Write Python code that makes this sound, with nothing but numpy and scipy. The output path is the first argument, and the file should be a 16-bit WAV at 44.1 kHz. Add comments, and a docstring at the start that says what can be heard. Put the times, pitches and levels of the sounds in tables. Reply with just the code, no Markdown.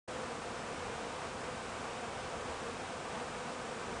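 """Honeybees crowd round a feeder on a porch rail, dozens of wingbeats blurring into one hum, each at its
own wandering pitch. Close to the microphone one bee hovers, and now and then another swings past and
stands out. The porch scatters the buzz; behind it lie a steady outdoor rush and an uneven low rumble.
The microphone is a mono camera's, with its own hiss and a faint electronic whine."""
import sys
import numpy as np
from scipy import signal
from scipy.fft import rfft, irfft, next_fast_len
from scipy.io import wavfile
from scipy.ndimage import map_coordinates

SR = 44100
rng = np.random.default_rng(int(sys.argv[2]) if len(sys.argv) > 2 else 0)


def dump_mix(stems):
    """Bounce the given channels to the path in sys.argv[1] as a 16-bit WAV at rate SR."""
    frames = np.atleast_2d(stems).T  # one column per channel
    limited = np.clip(frames, -1, 1)  # hard clip at full scale
    pcm = np.round(limited * 32767).astype(np.int16)
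    wavfile.write(sys.argv[1], SR, pcm)


N = 176400

WING_HZ = 241.42  # the swarm's mean wingbeat rate
# Tone of a wingbeat close to the microphone. Each row: frequency in Hz, relative level in dB.
CLOSE_WINGBEAT = [(60, -50.5), (230, -7), (265, -15), (460, 0.5), (520, 1), (720, -13.5), (1200, -11.5),
                  (1900, -17.5), (2800, -21.5), (5000, -25.5), (10000, -41.5)]


def swarm(groups=8, bees_each=4, pitch_spread=.058, level_db=-46):
    """Groups of bees at different spots round the feeder, each group with its own scatter off the porch."""
    # Tone of one wingbeat in the swarm. Each row: frequency in Hz, relative level in dB.
    wingbeat = [(60, -42.5), (232, -7), (265, -10.5), (400, -3.5), (465, -2), (520, -1.27), (590, -3),
                (680, -1), (780, -9), (950, -7.5), (1180, -4), (1300, -8), (1450, -6), (1900, -13),
                (2600, -12.5), (3600, -17.5), (6000, -25), (10000, -31.5)]
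    # How busy the swarm is. Each row: time in seconds, level change in dB.
    bustle = [(.1, -0.5), (.28, -2.8), (.4, -2.5), (.5, -1.5), (.9, -0.5), (1.08, 0), (1.26, .5),
              (1.35, -2), (1.45, -1.07), (1.7, 0), (1.98, 0.68), (2.05, -3.5), (2.11, -1), (2.2, 0.47),
              (2.4, -1), (2.48, 0.6), (2.75, -0.5), (3.03, -1.53), (3.15, 0), (3.28, 0), (3.42, 0.5),
              (3.72, -1.5), (3.9, -1.2), (4, -1)]
    ranks = rng.permutation(np.linspace(-1, 1, groups * bees_each)).reshape(groups, bees_each)
    pitches = WING_HZ * (1 + np.sqrt(3) * pitch_spread * ranks)
    hum = sum(porch(sum(bee(hz) for hz in group), wet_db=3) for group in pitches)
    return amp(level_db + curve(bustle)) * unit(coloured(hum, wingbeat))


def bee(hz, wander=.02, jitter=.008, roam_db=1.59):
    """One circling bee: its pitch and distance wander, and its stroke is slightly unsteady."""
    pitch = hz * (1 + wander * wobble(10) + jitter * wobble(90))
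    polarity = rng.choice([-1, 1])  # either face of the wings may point at the microphone
    nearness = amp(roam_db * wobble(5.044))
    return polarity * strokes(pitch, nearness)


def strokes(hz, gain):
    """Beating wings push the air: one pulse a stroke, following the rate hz."""
    n = len(hz)
    turns = np.cumsum(hz) / SR + rng.random()
    at = np.interp(np.arange(1, int(turns[-1])), turns, np.arange(n))
    taps = at.astype(int)[:, None] + np.arange(-7, 9)
    offset = taps - at[:, None]
    pulses = np.sinc(offset) * np.cos(np.pi * offset / 16) ** 2  # windowed sinc lands between samples
    pulses *= gain[at.astype(int), None]
    return np.bincount(np.clip(taps, 0, n - 1).ravel(), pulses.ravel(), n)


def hovering_bee(drift=.009):
    """The bee nearest the microphone holds an almost steady note at the rim of the feeder."""
    # The course of its hum. Each row: time in seconds, wingbeat rate in Hz, level in dB.
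    hover = [(.1, 252.2, -52), (.18, 253, -49.5), (.32, 255, -54), (.4, 250, -57), (.54, 253, -51.5),
             (.65, 252.2, -57.5), (1.03, 245.1, -49.5), (1.3, 256, -57.5), (1.52, 250.2, -49.5),
             (1.7, 247.2, -54), (1.95, 252.4, -56), (2.22, 255, -50.5), (2.38, 255.2, -59),
             (2.5, 252.6, -51.5), (2.7, 255.3, -60.5), (3.15, 247.3, -53), (3.351, 242.9, -55.5),
             (3.52, 250.7, -50.5), (3.8, 240.7, -56.5), (4, 241.7, -52)]
    times, hz, db = np.transpose(hover)
    t = np.arange(N) / SR
    pitch = np.interp(t, times, hz) * (1 + drift * wobble(40))
    gain = amp(np.interp(t, times, db))
    return close_by(strokes(pitch, gain), CLOSE_WINGBEAT)


def passing_bees(doppler=0.00803):
    """Single bees swell and fade past the microphone, sinking in pitch; raspier when they face it."""
    # Each row is a pass: closest moment in seconds, peak level in dB, wingbeat rate in Hz,
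    # half length in seconds, rasp from 0 to 1.
    passes = [(.21, -50, 227, 0.031, 0.02), (.24, -50.5, 264, 0.0607, 0), (.305, -46.5, 234, .03, 0),
              (0.476, -50, 237.5, .035, 0.4), (0.582, -47, 229.2, .025, 0.05), (0.813, -51, 240, .035, 0),
              (0.934, -50, 234, 0.0355, 0.01), (1.04, -50.5, 222, 0.036, 0.1),
              (1.251, -52.5, 227.4, .05, 0.55), (1.45, -49.5, 229.1, .035, 0.65),
              (2.045, -42.8, 236, 0.0196, 0.78), (2.2, -52.5, 244, 0.0366, .4),
              (2.335, -49.5, 227.9, .03, 0.35), (2.653, -48, 235.5, 0.0275, 0), (2.79, -51, 265, 0.0336, 0),
              (3.153, -45, 217, 0.0217, .9), (3.197, -49, 236.1, 0.028, 0), (3.74, -49, 231.2, 0.0348, 0.2),
              (3.984, -48, 225.8, 0.0295, 0.4)]
    # Tone of a wingbeat head-on, rich in overtones. Each row: frequency in Hz, relative level in dB.
    raspy_wingbeat = [(60, -45.5), (230, -5.5), (460, -3), (680, 2.5), (900, 2), (1150, -2.5), (1500, -11),
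                      (2800, -13), (5000, -28.5), (10000, -36.5)]
    t = np.arange(SR // 3) / SR - 1 / 6  # seconds from the closest moment
    mellow, raspy = np.zeros((2, N + SR))
    for closest_s, db, hz, half_s, rasp in passes:
        nearness = np.exp(-.5 * (t / half_s) ** 2)
        pitch = hz * (1 - doppler * np.tanh(t / half_s))
        beats = strokes(pitch, amp(db) * nearness)
        start = round((closest_s + t[0]) * SR)
        mellow[start:][:len(t)] += (1 - rasp) * beats
        raspy[start:][:len(t)] += rasp * beats
    return close_by(mellow[:N], CLOSE_WINGBEAT) + close_by(raspy[:N], raspy_wingbeat)


def close_by(beats, spectrum):
    """Wingbeats near the microphone, mostly direct sound; strokes of size 1 give an rms near 1."""
    steady = coloured(strokes(np.full(N, WING_HZ), np.ones(N)), spectrum)
    return coloured(porch(beats, wet_db=-10), spectrum) / steady.std()


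def porch(x, wet_db, t60_s=0.14):
    """The direct sound plus a short scatter off rail, wall and roof."""
    t = np.arange(SR // 4) / SR
    tail = rng.standard_normal(len(t)) * amp(-60 * t / t60_s)
    scatter = signal.oaconvolve(x, tail / np.linalg.norm(tail))[:N]
    return x + amp(wet_db) * scatter


def outdoors(rush_db=-44.5, sway_db=.5):
    """Far beyond the porch, a nearly steady rush and a low rumble that rises and falls."""
    # Tones of the rush and the rumble. Each row: frequency in Hz, relative noise density in dB.
    rush_tone = [(25, -22), (70, -7.5), (135, -4), (158, 1), (180, -1), (210, -1), (300, -3), (420, 0),
                 (600, -1), (850, -1.5), (1200, -3.5), (1500, -7.5), (1900, -11.5), (2600, -14.5),
                 (3500, -22), (5000, -30)]
    rumble_tone = [(15, -34.5), (30, -11.5), (50, -6.5), (80, 0), (125, -4.5), (250, -28.5), (600, -62.5)]
    # Swells of the rumble. 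Each row: time in seconds, level in dB.
    rumble_swells = [(.1, -60), (.35, -63), (.5, -57.5), (.72, -60.5), (.9, -54.5), (1.1, -62),
                     (1.28, -57.5), (1.45, -55.5), (1.8, -57.5), (2.02, -64), (2.2, -54), (2.5, -55),
                     (2.7, -57.5), (3.1, -58), (3.6, -61.5), (3.78, -62.5), (3.92, -53)]
    rush = shaped_noise(rush_tone) * amp(rush_db + sway_db * wobble(12))
    rumble = shaped_noise(rumble_tone) * amp(curve(rumble_swells))
    return rush + rumble


def camera_noise(hiss_db=-55, whine_hz=7403, whine_db=-79.5):
    """The camera's electronics hiss and faintly whine."""
    # Tone of the hiss. Each row: frequency in Hz, relative noise density in dB.
    hiss_tone = [(500, -6), (3000, -3), (5000, 0.5), (8000, 1), (9000, -2.5), (10000, -7)]
    whine = unit(np.sin(2 * np.pi * whine_hz * np.arange(N) / SR))
    return shaped_noise(hiss_tone) * amp(hiss_db) + whine * amp(whine_db)


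def amp(db):
    """Decibels to gain."""
    return 10 ** (np.asarray(db) / 20)


def unit(x):
    """Scale to rms 1."""
    return x / np.sqrt(np.mean(x ** 2) + 1e-20)


def curve(points):
    """(seconds, value) points joined by straight lines."""
    return np.interp(np.arange(N) / SR, *np.transpose(points))


def wobble(per_s):
    """A smooth random curve with per_s knots a second."""
    coarse = np.linspace(0, N, 4096)
    spline = map_coordinates(rng.standard_normal(2048), [coarse * per_s / SR], mode="wrap")
    return np.interp(np.arange(N), coarse, spline)


def filtered(x, response):
    """Filter x by a gain given as a function of Hz."""
    size = next_fast_len(N + SR // 2)
    return irfft(rfft(x, size) * response(np.fft.rfftfreq(size, 1 / SR)), size)[:N]


def coloured(x, points):
    """Shape x by (Hz, dB) points on a log frequency axis."""
    point_hz, db = np.transpose(points)
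    return filtered(x, lambda hz: amp(np.interp(np.log(hz + 1), np.log(point_hz), db)))


def shaped_noise(points):
    """Noise of rms 1 shaped by (Hz, dB) points."""
    return unit(coloured(rng.standard_normal(N), points))


def scene():
    """One microphone by the feeder feeds both channels."""
    mono = swarm() + hovering_bee() + passing_bees() + outdoors() + camera_noise()
    return np.tile(mono, (2, 1))


def record(dry, start_s=0.0804, top_hz=10020):
    """The camera starts abruptly and keeps nothing above its band limit."""
    running = np.clip((np.arange(N) / SR - start_s) / 0.0088 + .5, 0, 1)
    band = lambda hz: np.clip((top_hz - hz) / 120 + .5, 0, 1)
    return np.array([filtered(channel * running, band) for channel in dry])


dry = scene()
out = record(dry)
dump_mix(out)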